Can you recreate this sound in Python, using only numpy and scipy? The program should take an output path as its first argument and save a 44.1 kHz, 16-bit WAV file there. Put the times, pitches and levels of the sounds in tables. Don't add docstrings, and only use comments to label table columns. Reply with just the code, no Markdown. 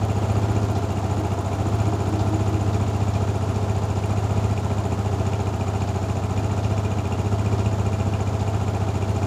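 import sys
import numpy as np
from scipy import signal
from scipy.fft import rfft, irfft
from scipy.io import wavfile

SR = 44100
rng = np.random.default_rng(int(sys.argv[2]) if len(sys.argv) > 2 else 0)


def put_to_file(sound):
    columns = np.atleast_2d(sound).T
    safe = np.clip(columns, -1, 1)
    whole_steps = np.round(safe * 32767)
    wavfile.write(sys.argv[1], SR, whole_steps.astype(np.int16))


N = 408366
TIME = np.arange(N) / SR
HOOT_HZ = 315.8


def exhaust(cycle, burn_db, exhaust_at=-.052, intake_at=.567, valve_hz=350):
    # f/Hz, width/Hz, level/dB
    pipe_modes = [(73.7, 25.2, -17.5), (108.4, 13.8, -18.5), (155.4, 80.6, -2), (156.8, 116.8, 0.5)]
    # place/cycles, f/Hz, width/Hz
    bark_modes = [(.002, 232, 48), (.1, 391, 50)]
    bark_levels = [-24.5, -27]
    push = strikes(cycle, [(exhaust_at, 0)], scatter_db=.37, jitter_s=.0001)
    pull = strikes(cycle, [(intake_at, -6)], scatter_db=.3, jitter_s=.0007)
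    flow = signal.sosfilt(signal.butter(2, valve_hz, fs=SR, output="sos"), push - pull)
    flow *= from_db(burn_db + 3.5)
    pipe = sum((-1) ** k * from_db(db) * ring(flow, hz, width)
               for k, (hz, width, db) in enumerate(pipe_modes))
    barks = sum(ring(strikes(cycle, [(place, db)], scatter_db=1.3, jitter_s=.0001), hz, width)
                for (place, hz, width), db in zip(bark_modes, bark_levels))
    return signal.sosfilt(signal.butter(4, 62, "high", fs=SR, output="sos"), pipe + barks)


def casing(cycle):
    # place/cycles, level/dB
    contacts = [(-.152, 2), (-.09, -7), (-.054, -.4), (.034, -.2), (.145, -3.7), (.233, -3.8), (.296, -4.4),
                (.361, -8.3), (.459, -4.3), (.599, -8)]
    # f/Hz, width/Hz, level/dB
    modes = [(220, 97, 1), (292, 9.1, -5), (392.8, 12.3, 9), (426.8, 7.7, 8.5), (511.5, 5, -1),
             (657.4, 10.4, 7.5), (695, 9.7, 5.5), (770, 24, 3), (835, 21, 2.5), (1009, 104, -6.5),
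             (1041, 11.5, -3.6), (1233, 43, -7), (1386, 47, -8)]
    knocks = strikes(cycle, contacts, scatter_db=1.35, jitter_s=.00008)
    rattle = chatter(knocks, decay_s=.0039)
    metal = from_db(-33) * (body(knocks, modes) + .31 * body(rattle, modes))
    return signal.sosfilt(signal.butter(2, 60, "high", fs=SR, output="sos"), metal)


def tappets(cycle):
    # place/cycles, level/dB
    taps = [(-.006, 0), (.036, -4), (.16, -5.5), (.2, -9), (.32, -13)]
    # f/Hz, width/Hz, level/dB
    modes = [(2375, 65, -1.5), (2437, 89, 4), (2800, 63, 3), (3520, 220, -11), (5490, 100, -8.5)]
    # t/s, level/dB
    drift = [(0, 0.5), (3.7, 1), (4.4, 1.5), (5.9, 2), (6.9, 4.5), (8.1, 3.5), (8.7, 2), (9.26, 3)]
    # t/s, extra level/dB
    hard_taps = [(.9, 1.5), (1.8, 2.5), (2.1, 2), (3.15, 6.5), (5.27, 5), (6.85, 2.5), (7.6, 2), (8.0, 2)]
    clatter_db = in_time(drift) + each_cycle(cycle, spread_db=1.5)
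    for s, extra_db in hard_taps:
        clatter_db[np.round(cycle) == np.round(np.interp(s, TIME, cycle))] += extra_db
    cover = sum(from_db(db) * width * ring(strikes(cycle, taps, scatter_db=3, jitter_s=.00022), hz, width)
                for hz, width, db in modes)
    return from_db(clatter_db - 52.5) * cover / cover.std()


def clinks(cycle):
    # place/cycles, level/dB
    contacts = [(-.02, 0), (.002, -1), (.026, -1.5), (.052, -4), (.165, -8), (.21, -10), (.26, -8),
                (.593, -8), (.745, -11)]
    # f/Hz, width/Hz, level/dB
    modes = [(6150, 71, -9), (6650, 71, -3), (6995, 57, 2.5), (7330, 99, 1), (7380, 170, -3),
             (8110, 340, -13.5), (9970, 1000, -21), (11150, 49, -11), (12000, 200, -29)]
    clicks = strikes(cycle, contacts, scatter_db=.5, jitter_s=.000098)
    return from_db(-53.5) * body(chatter(clicks, decay_s=.0033), modes)


def bright_ticks(cycle, facing_db):
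    # place/cycles, level/dB
    contacts = [(.155, -5), (.2, -6), (.255, -4), (.287, 1), (.335, -7), (.53, -9), (.675, -9)]
    # f/Hz, width/Hz, level/dB
    modes = [(9100, 200, -4), (9560, 130, 3), (11100, 70, -1.5), (11900, 120, -3.5), (13380, 70, -5.5),
             (14250, 220, -6)]
    clicks = strikes(cycle, contacts, scatter_db=2.2, jitter_s=.0004)
    ticks = body(chatter(clicks, decay_s=.002), modes)
    return from_db(facing_db + each_cycle(cycle, spread_db=1.6) - 65.5) * ticks


def rasp(cycle, speed, start_at=.76, rise_s=.0035, decay_s=.025):
    # t/s, level/dB
    loud_rasps = [(0.41, -47), (0.75, -44), (2.19, -43), (2.73, -45), (3.13, -45), (3.54, -46), (3.95, -47),
                  (5.8, -45), (5.87, -47), (6.63, -45), (7.44, -49), (7.58, -44), (8.39, -44)]
    # f/Hz, level/dB
    colour = [(1500, -27), (2500, -1), (3600, 10.5), (5500, 9), (7000, -1), (9000, -28), (15000, -42)]
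    rasp_cycle = cycle - start_at
    db = each_cycle(rasp_cycle - .5, spread_db=1) - 54
    for s, loud_db in loud_rasps:
        db[np.floor(rasp_cycle) == np.round(np.interp(s, TIME, rasp_cycle))] = loud_db
    age = rasp_cycle % 1 / speed
    rise = np.minimum(age / rise_s, 1)
    fade = np.exp(-np.maximum(age - 2 * rise_s, 0) / decay_s)
    return from_db(db) * rise * fade * noise(colour)


def whirr(cycle):
    # f/Hz, level/dB
    colour = [(25, -35), (60, 3), (130, 3), (300, 5.5), (550, 0.5), (800, 2), (1300, -7), (1900, -14.5),
              (3000, -16.5), (5600, -22), (7100, -19), (8600, -30.5), (12000, -36.5), (15500, -38)]
    # place/cycles, level/dB
    load = [(0, 4), (.3, 6.5), (.5, 5.5), (.7, 3), (.85, 7.5)]
    place, db = np.transpose(load)
    return from_db(np.interp(cycle, place, db, period=1) - 37.5) * noise(colour)


def hoots(length_s=.15, sag_hz_per_s=50):
    # t/s, level/dB
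    notes = [(1.199, -37), (1.924, -32.5), (2.162, -28), (2.353, -28.5), (2.575, -33), (2.809, -36)]
    out = np.zeros(N)
    for s, db in notes:
        near = np.abs(TIME - s) < length_s / 2
        offset_s = TIME[near] - s
        swell = np.cos(np.pi * offset_s / length_s)
        tone = np.sin(2 * np.pi * (HOOT_HZ - sag_hz_per_s * offset_s / 2) * offset_s)
        out[near] += from_db(db) * np.sqrt(2) * swell * tone
    return out


def hum(width_hz=43):
    # t/s, level/dB
    levels = [(0, -45), (.6, -41), (1.6, -37.5), (2.6, -39), (3.6, -56), (9.26, -56)]
    x = ring(ring(rng.standard_normal(N), HOOT_HZ, width_hz), HOOT_HZ, width_hz)
    return from_db(in_time(levels)) * x / x.std()


def workshop(x, echo_s=.2, echo_db=-13):
    age = TIME[:SR // 2]
    echoes = rng.standard_normal(len(age)) * from_db(-60 * age / echo_s) * (age > .003)
    return x + from_db(echo_db) * signal.fftconvolve(x, echoes / np.linalg.norm(echoes))[:N]


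def strikes(cycle, contacts, scatter_db, jitter_s):
    out, cycle_numbers = np.zeros(N), np.arange(-1, cycle[-1] + 1)
    for place, db in contacts:
        force, late = rng.standard_normal((2, len(cycle_numbers)))
        due_s = np.interp(cycle_numbers + place, cycle, TIME, left=-1, right=-1)
        at = np.round((due_s + jitter_s * late) * SR).astype(int)
        heard = (at >= 0) & (at < N)
        out[at[heard]] += from_db(db + scatter_db * force[heard])
    return out


def chatter(clicks, decay_s):
    energy = signal.lfilter([1], [1, -np.exp(-2 / (decay_s * SR))], clicks ** 2 + 1e-18)
    return np.sqrt(energy) * rng.standard_normal(N)


def ring(drive, hz, width_hz):
    r, w = np.exp(-np.pi * width_hz / SR), 2 * np.pi * hz / SR
    return signal.lfilter([0, np.sin(w)], [1, -2 * r * np.cos(w), r * r], drive + 1e-18)


def body(drive, modes):
    x = sum((-1) ** k * from_db(db) * width * ring(drive, hz, width)
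            for k, (hz, width, db) in enumerate(modes))
    return x / x.std()


def noise(colour):
    hz, db = np.transpose(colour)
    bins_hz = np.maximum(np.fft.rfftfreq(N, 1 / SR), 1)
    gain = from_db(np.interp(np.log(bins_hz), np.log(hz), db))
    x = irfft(rfft(rng.standard_normal(N)) * gain, N)
    return x / x.std()


def each_cycle(cycle, spread_db):
    return spread_db * rng.standard_normal(int(cycle[-1]) + 4)[np.round(cycle).astype(int) + 2]


def in_time(rows):
    return np.interp(TIME, *np.transpose(rows))


def from_db(db):
    return 10 ** (np.asarray(db) / 20)


def scene(idle_speed=14.7, burn_db_per_speed=2.5):
    # t/s, cycle rate/Hz
    speeds = [(0.0, 14.594), (0.49, 15.25), (0.99, 14.25), (1.16, 14.696), (1.42, 13.986), (1.81, 15.271),
              (1.95, 14.502), (2.18, 14.914), (4.02, 14.571), (4.33, 15.019), (4.83, 14.401),
              (5.32, 14.642), (5.55, 14.373), (6.23, 14.327), (6.58, 15.039), (7.02, 14.401), (7.53, 15.14),
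              (7.92, 14.561), (8.75, 14.841), (8.85, 14.415), (9.26, 14.529)]
    # t/s, level/dB
    facing = [(0, 4.5), (1, 3), (2, 3.5), (3, -0.5), (4.3, 0), (5.5, -0.5), (6.5, -2.5), (8, -5), (9.2, -1)]
    speed, facing_db = in_time(speeds), in_time(facing)
    cycle = np.cumsum(speed) / SR - .434
    burn_db = burn_db_per_speed * (speed - idle_speed) + each_cycle(cycle, spread_db=.5)
    knocks = casing(cycle) * from_db(.068 * burn_db + .19 * facing_db)
    gears = whirr(cycle) * from_db(.54 * burn_db + .1 * facing_db)
    cylinder_head = tappets(cycle) + clinks(cycle) + bright_ticks(cycle, facing_db) + rasp(cycle, speed)
    return (exhaust(cycle, burn_db) + knocks + gears + workshop(cylinder_head) + hoots() + hum())[None]


def record(dry, cutoff_hz=15500):
    return signal.sosfilt(signal.ellip(12, .1, 80, cutoff_hz, fs=SR, output="sos"), dry)


dry = scene()
out = record(dry)
put_to_file(out)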